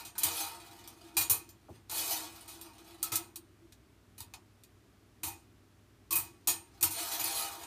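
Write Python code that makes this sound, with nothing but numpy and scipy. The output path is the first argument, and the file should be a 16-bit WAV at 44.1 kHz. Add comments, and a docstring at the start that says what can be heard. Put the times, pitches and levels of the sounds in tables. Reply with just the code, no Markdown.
"""Glass marbles run down a copper wire track on a stone counter in a kitchen.
First two marbles, one after the other, knock onto the rails and rattle round the loop, exciting
the modes of the wire frame. From 3 s glass clacks on glass. A hand then holds the frame and damps
it, until at 5.2 s it drops back on its feet. More knocks follow, and near 7 s two more marbles run
down close together. A short room echo follows the marbles; air noise and a hum lie underneath."""
import sys
import numpy as np
from scipy import signal
from scipy.fft import rfft, irfft
from scipy.io import wavfile
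from scipy.ndimage import uniform_filter1d

SR = 44100
rng = np.random.default_rng(int(sys.argv[2]) if len(sys.argv) > 2 else 0)


def put_to_file(sound):
    """Save the sound as 16-bit audio at rate SR, in the file named by the first command-line argument."""
    columns = np.atleast_2d(sound).T  # one column per channel
    safe = np.clip(columns, -1, 1)
    whole_steps = np.round(safe * 32767)
    wavfile.write(sys.argv[1], SR, whole_steps.astype(np.int16))


N = 337806
TIME = np.arange(N) / SR
SIZE = 2 ** 14  # samples in one short event
AGE = np.arange(SIZE) / SR
HZ = np.fft.rfftfreq(SIZE, 1 / SR) + 1
GRIP_START_S, GRIP_END_S, HELD_T60_S = 3.7, 5.2, 0.14  # fingers damp the wires


# glass striking wire: start_s, level_db, tilt_db_per_octave, relative_clang_db, ring_scale_s, pitch_hz
RAIL_KNOCKS = [(0.0, -48.5, -3.5, -8, 0.2, 13600), (0.0507, -46.5, -1, -12, 0.29, 5900),
               (0.153, -53.5, -8, -8.5, 0.16, 960), (0.181, -33, 6.5, -15.5, 0.12, 12100),
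               (0.2339, -25.5, 4.5, -14.5, 0.12, 13400), (0.7104, -59, -4, -9, 0.083, 8470),
               (0.876, -49.5, -0.8, -25, 0.035, 9100), (1.1683, -25.5, 3.1, -12, 0.44, 2436),
               (1.211, -34, 1.3, -27, 0.2, 6840), (1.2978, -22.5, 6.5, -16.5, 0.36, 9550),
               (1.4906, -55.5, 0.5, -27, 0.078, 7200), (1.8966, -44, -1.5, -26, 0.15, 848),
               (1.9127, -40, 6, -11, 0.1, 882), (2.4783, -49, 0, -26, 0.88, 8900),
               (2.6132, -48, 1.5, -24, 0.051, 11600), (2.782, -59.5, -3, -9.5, 0.11, 800),
               (3.0293, -37, 2, -15.5, 0.37, 1283), (3.1194, -35, 0, -7, 0.56, 1294),
               (4.18, -51, 0.5, -15, 0.13, 9630), (4.205, -45, 1.7, -14.5, 0.029, 910),
               (5.2331, -36.5, 3, -7, 0.35, 8200), (5.271, -39.5, 11, -12, 0.25, 801),
               (6.1074, -33, 3, -16.5, 0.43, 1088), (6.127, -28.5, 12.5, -17, 0.095, 2503),
               (6.156, -26, 14, -14.5, 0.38, 8500), (6.4731, -25, 4, -13.5, 0.37, 6720),
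               (6.8102, -40.5, 3.5, -10, 0.066, 11500), (6.8276, -23, 5, -15, 0.22, 13100),
               (6.906, -38, 4.5, -16, 0.6, 12200), (7.198, -35, 5.5, -10, 0.1, 7020),
               (7.241, -34, 1, -19, 0.068, 9130), (7.635, -49, -2, -16, 0.1, 8470)]
# share of a blow that swings the whole frame: frequency_hz, gain_db
CLANG_SPECTRUM = [(30, -32.5), (100, 12.5), (200, 6), (600, -5.5), (1000, 4), (1500, -4.5), (2500, 1.5),
                  (3500, -10), (7000, -8), (15000, -17.5)]

def knocks(modes, ring_share=0.45, clang_boost_db=1, free_t60_s=0.33):
    """Impact excitation: a blow disperses along the wires as a dense ring and sets low modes clanging."""
    out = np.zeros(N)
    for start_s, level_db, slope, clang_db, ring_scale_s, _ in RAIL_KNOCKS:
        frame = frame_response(modes)
        ring = colour(noise_burst(ring_scale_s * ring_share), frame * tilt(slope))
        ring = at_level(kitchen_echo(ring, wet_db=0), level_db, 0.024)
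        t60_s = HELD_T60_S if GRIP_START_S < start_s < GRIP_END_S else free_t60_s
        clang = colour(noise_burst(t60_s), frame ** 1.07 * amp(curve(CLANG_SPECTRUM, HZ)))
        add(out, start_s, ring + at_level(clang, level_db + clang_db + clang_boost_db, 0.036))
    return out


def pings(gain_db=-8.5, rise_s=0.0029, t60_at_1khz_s=0.27, twin_db=-5):
    """Beating: a mode struck at its antinode sings on against the slightly detuned twin rail."""
    out = np.zeros(N)
    for start_s, level_db, _, _, _, pitch_hz in RAIL_KNOCKS:
        free_t60_s = t60_at_1khz_s * (pitch_hz / 1000) ** -0.13  # higher modes die sooner
        t60_s = HELD_T60_S if GRIP_START_S < start_s < GRIP_END_S else free_t60_s
        twin_hz = pitch_hz + rng.uniform(22.5, 90)
        rails = np.sin(2 * np.pi * pitch_hz * AGE) + amp(twin_db) * np.sin(2 * np.pi * twin_hz * AGE)
        envelope = amp(level_db + gain_db - 60 * AGE / t60_s) * (1 - np.exp(-AGE / rise_s))
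        add(out, start_s, np.sqrt(2) * envelope * rails)
    return out


# trips down the track, timed from the foot of the loop:
# start_s, loop_force_db, leaving_force_db, growl_db, duration_s
MARBLE_RUNS = [(0.262, -34.5, -51, 3.5, 0.92), (1.976, -31.5, -48, 0.5, 1.27),
               (6.997, -34.5, -50.5, 5, 1.0), (7.256, -33, -45.5, 4.5, 1.0)]

def rolling(modes, gain_db=-3, growl_hz=1200, wander_octaves=0.3, hop=2048):
    """Moving excitation: chatter rings the frame from spot after spot, brighter under greater force."""
    force_db = rolling_force_db()
    run_s, _, _, run_growl_db, _ = np.transpose(MARBLE_RUNS)
    drive = np.pad(chatter(force_db), (hop, SIZE))
    window = np.pad(np.hanning(2 * hop), (0, SIZE - 2 * hop))
    out = np.zeros(N + hop)
    for i in range(0, N, hop):
        slope = 0.17 * (np.clip(force_db[i], -66, -30) + 38.5)
        centre_hz = growl_hz * 2 ** (wander_octaves * rng.standard_normal())
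        growl_db = np.interp(i / SR, run_s, run_growl_db) * bell(centre_hz, octaves=0.78)
        frame = frame_response(modes, strong_spread_db=2.5, floor_db=0, ripple_db=3)
        gain = unit_rms(frame * tilt(slope) * amp(growl_db))
        add(out, i / SR, colour(drive[i:i + SIZE] * window, gain))
    return amp(gain_db) * kitchen_echo(out[hop:], wet_db=1)


def rolling_force_db():
    """Centripetal force: a marble presses hardest at the foot of the loop and goes light over the top."""
    ramp_lead_s, ramp_db = 0.7, -77.5
    bend_lead_s, bend_width_s, bend_db = 0.225, 0.025, -63
    turn_s, top_dip_db = 0.14, 5.5
    entry_s, entry_db_per_s, exit_db_per_s = 0.075, 177, 142.5
    slowing_db_per_s, creep_db = 27, -62  # on the wide curve, then round the last spiral
    power = np.zeros(N)
    for start_s, loop_db, leaving_db, _, duration_s in MARBLE_RUNS:
        age = TIME - start_s
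        before, after = np.maximum(-age, 0), np.maximum(age - turn_s, 0)
        ramp = amp(ramp_db) * gate(age + ramp_lead_s, ramp_lead_s - bend_lead_s)
        bend = amp(bend_db) * np.exp(-.5 * ((age + bend_lead_s) / bend_width_s) ** 2)
        height = np.sin(np.pi * np.clip(age / turn_s, 0, 1)) ** 2
        easing_db = top_dip_db * height + entry_db_per_s * before + exit_db_per_s * after
        loop = amp(loop_db - easing_db) * gate(age + entry_s, duration_s)
        coast = np.hypot(amp(leaving_db - slowing_db_per_s * after), amp(creep_db))
        power += ramp ** 2 + bend ** 2 + loop ** 2 + (coast * gate(age, duration_s)) ** 2
    return 10 * np.log10(power + 1e-14)


def chatter(force_db, slow_per_s=250, fast_per_s=2000, spread_db=4, grind_db=-10, smear_t60_s=0.034):
    """Surface roughness: tiny impacts on flaws in the rails, denser at speed, over a fine grinding."""
    per_s = np.interp(force_db, [-58, -34], [slow_per_s, fast_per_s])
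    sizes = amp(spread_db * np.minimum(rng.exponential(1, N), 4)) * rng.choice([-1, 1], N)
    taps = sizes * (rng.random(N) < per_s / SR) / np.sqrt(per_s)
    # bending waves disperse, so each impact arrives as a short burst
    power = signal.lfilter([1], [1, -amp(-120 / (smear_t60_s * SR))], taps ** 2)
    bursts = unit_rms(np.sqrt(power) * rng.standard_normal(N))
    return unit_rms(bursts + amp(grind_db) * rng.standard_normal(N)) * amp(force_db)


# marble striking marble: start_s, level_db, tilt_db_per_octave
GLASS_CLACKS = [(3.029, -30.5, 3.5), (3.157, -27, 4), (3.3585, -42.5, 0.4), (3.7232, -58.5, -5.5),
                (4.3378, -47.5, -6.5), (4.636, -58, -2.5), (6.1554, -27, 15)]

def clacks(modes, contact_t60_s=0.0014, ring_db=-7, ring_t60_s=0.078, low_cut_hz=1800):
    """Hard contact: glass on glass gives a brief tick and a little ring from the supporting wires."""
    out = np.zeros(N)
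    envelope = amp(-60 * AGE / contact_t60_s) + amp(ring_db - 60 * AGE / ring_t60_s)
    for start_s, level_db, slope in GLASS_CLACKS:
        tick = rng.standard_normal(SIZE) * envelope
        gain = frame_response(modes) ** 0.97 * tilt(slope) / (1 + (low_cut_hz / HZ) ** 3)
        clack = kitchen_echo(colour(tick, gain), wet_db=-13)
        add(out, start_s, at_level(clack, level_db, 0.017))
    return out


# strong modes of the wire frame: frequency_hz, bandwidth_hz, peak_db
FRAME_MODES = [(316.3, 17, 16.5), (464.6, 24, 2), (704, 11, 8), (798, 17, 8), (927.3, 36, 10.5),
               (1136, 11, 9.5), (1277, 46, 8), (1801, 16, 9), (2494, 22, 18), (2590, 9.1, -0.5),
               (3230, 21, -3), (3962, 78, 9), (4405, 31, 7.5), (5930, 120, 8.5), (6930, 40.6, 6),
               (6826, 26, 16.5), (8280, 120, 10.5), (8480, 18.5, 5.5), (8760, 8.1, 21), (9133, 130, 13),
               (9574, 33, 16), (11105, 65, 15), (12000, 64, 17), (11950, 49, 21), (12430, 40, 18.5),
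               (12970, 28, -6), (12830, 37, 18.5), (13200, 48, -8), (13700, 42, 1), (14230, 13.5, 5)]

def resonances(weak_count=260, weak_width_hz=22, weak_db=5.5):
    """Resonance: one power curve a row, for the strong modes and then many weak, irregular overtones."""
    weak_hz = np.linspace(1400, 16000, weak_count) + rng.uniform(-30, 30, weak_count)
    modes = list(FRAME_MODES) + [(hz, weak_width_hz, weak_db) for hz in weak_hz]
    centre_hz, width_hz, peak_db = np.transpose(modes)[:, :, None]
    return amp(peak_db) ** 2 / (1 + (2 * (HZ - centre_hz) / width_hz) ** 2)


# broad spectral envelope of the frame: frequency_hz, gain_db
FRAME_SPECTRUM = [(30, -33.5), (90, 5), (180, -17), (300, -8), (470, -2.5), (555, -7), (665, 0.5),
                  (1250, -1.5), (1500, -7), (2200, -6), (4300, 2.5), (5300, -0.5), (7400, 1), (9000, 0.5),
                  (10200, -0.5), (12500, -3.5), (15000, 1.5)]

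def frame_response(modes, strong_spread_db=-0.5, weak_spread_db=3, floor_db=-4, ripple_db=0.5):
    """Modal superposition: a random contact point meets each mode nearer its node or its antinode."""
    spread_db = np.where(np.arange(len(modes)) < len(FRAME_MODES), strong_spread_db, weak_spread_db)
    weights = amp(spread_db * np.clip(rng.standard_normal(len(modes)), -2, 2)) ** 2
    # waves returning from the welds favour whole groups of modes
    groups = np.clip(rng.standard_normal(90), -2, 2)
    ripple = np.interp(np.sqrt(HZ), np.linspace(0, np.sqrt(HZ[-1]), len(groups)), groups)
    envelope = amp(curve(FRAME_SPECTRUM, HZ) + ripple_db * ripple)
    return np.sqrt(amp(floor_db) ** 2 + weights @ modes) * envelope


# soft blows on frame and counter: start_s, level_db, centre_hz, width_octaves, t60_s
DULL_BUMPS = [(1.298, -55.5, 462, 0.18, 0.39), (1.684, -56, 700, 0.46, 0.12),
              (1.689, -54.5, 288, 0.42, 0.28), (1.694, -53, 99, 0.41, 0.29), (3.36, -67.5, 930, 0.41, 0.2),
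              (4.192, -56.5, 96, 0.25, 0.35), (4.338, -60, 860, 0.35, 0.24), (5.246, -51.5, 82, 0.29, 0.35)]

def bumps(thump_db=-18, thump_hz=106, thump_octaves=0.54, thump_t60_s=0.47):
    """Structure-borne sound: dull blows, and each knock thumping through the feet into the counter."""
    out = np.zeros(N)
    thumps = [(start_s, level_db + clang_db + thump_db, thump_hz, thump_octaves, thump_t60_s)
              for start_s, level_db, _, clang_db, _, _ in RAIL_KNOCKS]
    for start_s, level_db, centre_hz, octaves, t60_s in DULL_BUMPS + thumps:
        bump = colour(noise_burst(t60_s), bell(centre_hz, octaves) + 0.0041)
        add(out, start_s, at_level(bump, level_db, 0.0437))
    return out


def rocking(pitch_hz=335.3, half_width_hz=7, flutter_depth=0.76, flutter_hz=22):
    """Forced vibration: a low mode of the frame drones, fluttering as the marbles jostle."""
    hz = np.fft.rfftfreq(N, 1 / SR)
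    mode = signal.hilbert(shaped_noise(1 / (1 + ((hz - pitch_hz) / half_width_hz) ** 2)))
    drone = mode.real / np.sqrt(abs(mode))  # evens out the random swells
    jostle = unit_rms(shaped_noise(1 / (1 + (hz / flutter_hz) ** 4)))
    return unit_rms(drone * (1 + flutter_depth * jostle)) * uniform_filter1d(rocking_level(), size=1500)


def rocking_level(sway_db=-69.5, growth_db_per_s=13, settle_db_per_s=33, kick_db=-12, kick_t60_s=0.73):
    """Energy summation: runs build up the frame's swing, knocks kick it, and the hand stops it."""
    power = np.zeros(N)
    for start_s, _, _, _, duration_s in MARBLE_RUNS:
        age = TIME - start_s
        growth_db = growth_db_per_s * np.clip(age, 0, duration_s)
        settling_db = settle_db_per_s * np.maximum(age - duration_s, 0)
        power += amp(sway_db + growth_db - settling_db) ** 2 * (age > 0)
    for start_s, level_db, _, clang_db, _, _ in RAIL_KNOCKS:
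        add(power, start_s, amp(level_db + clang_db + kick_db - 60 * TIME[:SR] / kick_t60_s) ** 2)
    held = gate(TIME - GRIP_START_S, GRIP_END_S - GRIP_START_S)
    return np.sqrt(power) * (1 - held)


# reverberation time of the kitchen: frequency_hz, t60_s
KITCHEN_DECAY = [(100, 0.086), (350, 0.35), (900, 0.4), (2000, 0.24), (5000, 0.14), (12000, 0.1),
                 (16000, 0.086)]

def kitchen_echo(direct, wet_db, onset_s=0.0021):
    """Reverberation: dense reflections from tiles and counter follow the direct sound."""
    hz, age, spectra = signal.stft(rng.standard_normal(SIZE), SR, nperseg=256)
    decay = amp(-60 * age / curve(KITCHEN_DECAY, hz)[:, None])
    tail = signal.istft(spectra * decay, SR, nperseg=256)[1][:SIZE]
    tail *= 1 - np.exp(-(AGE / onset_s) ** 2)
    return direct + amp(wet_db) * signal.fftconvolve(direct, tail / np.linalg.norm(tail))[:len(direct)]


# spectrum of the room's air noise: frequency_hz, relative_db
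AIR_SPECTRUM = [(15, -71.5), (25, -33.5), (43, -11), (97, -3.5), (145, -13.5), (166, -12), (263, -8),
                (394, -11), (531, -24.5), (591, -19.5), (887, -23.5), (1160, -22), (1440, -24),
                (14800, -38.5), (16000, -64)]
# partials of an appliance's hum: pitch_hz, level_db
APPLIANCE_HUM = [(60, -73), (99, -69.5), (120, -75)]

def room_noise(air_db=-64.1):
    """Noise floor: steady broadband air noise with the line spectrum of a faint hum."""
    air = shaped_noise(amp(curve(AIR_SPECTRUM, np.fft.rfftfreq(N, 1 / SR))))
    hum = sum(np.sqrt(2) * amp(level_db) * np.sin(2 * np.pi * (pitch_hz * TIME + rng.random()))
              for pitch_hz, level_db in APPLIANCE_HUM)
    return amp(air_db) * unit_rms(air) + hum


def amp(db):
    """Decibels to amplitude ratio."""
    return 10 ** (np.asarray(db) / 20)


def unit_rms(x):
    """Normalisation to rms 1."""
    return x / np.sqrt(np.mean(x ** 2) + 1e-20)


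def at_level(x, level_db, first_s):
    """Normalisation by the rms level of a sound's first moments."""
    return x * amp(level_db) / np.sqrt(np.mean(x[:int(first_s * SR)] ** 2) + 1e-20)


def curve(points, hz):
    """Interpolation of a table over log frequency."""
    points_hz, values = np.transpose(points)
    return np.interp(np.log(hz + 1), np.log(points_hz), values)


def bell(centre_hz, octaves):
    """Gaussian band over log frequency."""
    return np.exp(-.5 * (np.log2(HZ / centre_hz) / octaves) ** 2)


def tilt(db_per_octave):
    """Spectral slope: harder, shorter contacts carry more treble."""
    return amp(db_per_octave * np.log2(np.maximum(HZ, 1500) / 6500))


def colour(x, gain):
    """Minimum-phase filter with the given gain at each of HZ."""
    log_gain = np.log(np.maximum(gain, gain.max() * 1e-5))
    mirrored = np.r_[log_gain, log_gain[-2:0:-1]]
    taps = np.fft.ifft(np.exp(signal.hilbert(mirrored).conj())).real
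    return signal.fftconvolve(x, taps[:SIZE // 2])[:len(x)]


def noise_burst(t60_s):
    """Exponential decay of white noise."""
    return rng.standard_normal(SIZE) * amp(-60 * AGE / t60_s)


def shaped_noise(gain):
    """Stationary noise with the given amplitude spectrum."""
    return irfft(rfft(rng.standard_normal(N)) * gain, N)


def gate(age, duration_s):
    """Rectangular window with softened edges."""
    return uniform_filter1d(1. * ((age > 0) & (age < duration_s)), size=1500)


def add(mix, start_s, sound):
    """Superposition of a sound on the mix from start_s."""
    part = mix[max(0, round(start_s * SR)):][:len(sound)]
    part += sound[:len(part)]


def scene():
    """Superposition of all sources in one channel."""
    modes = resonances()
    marbles = knocks(modes) + pings() + rolling(modes) + clacks(modes)
    return (marbles + bumps() + rocking() + room_noise())[None]


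def record(dry, cutoff_hz=15330):
    """Band limiting: a steep low-pass removes the highest treble."""
    low_pass = signal.firwin(401, cutoff_hz, window=("kaiser", 8), fs=SR)
    return signal.oaconvolve(dry, low_pass[None], "same")


dry = scene()
out = record(dry)
put_to_file(out)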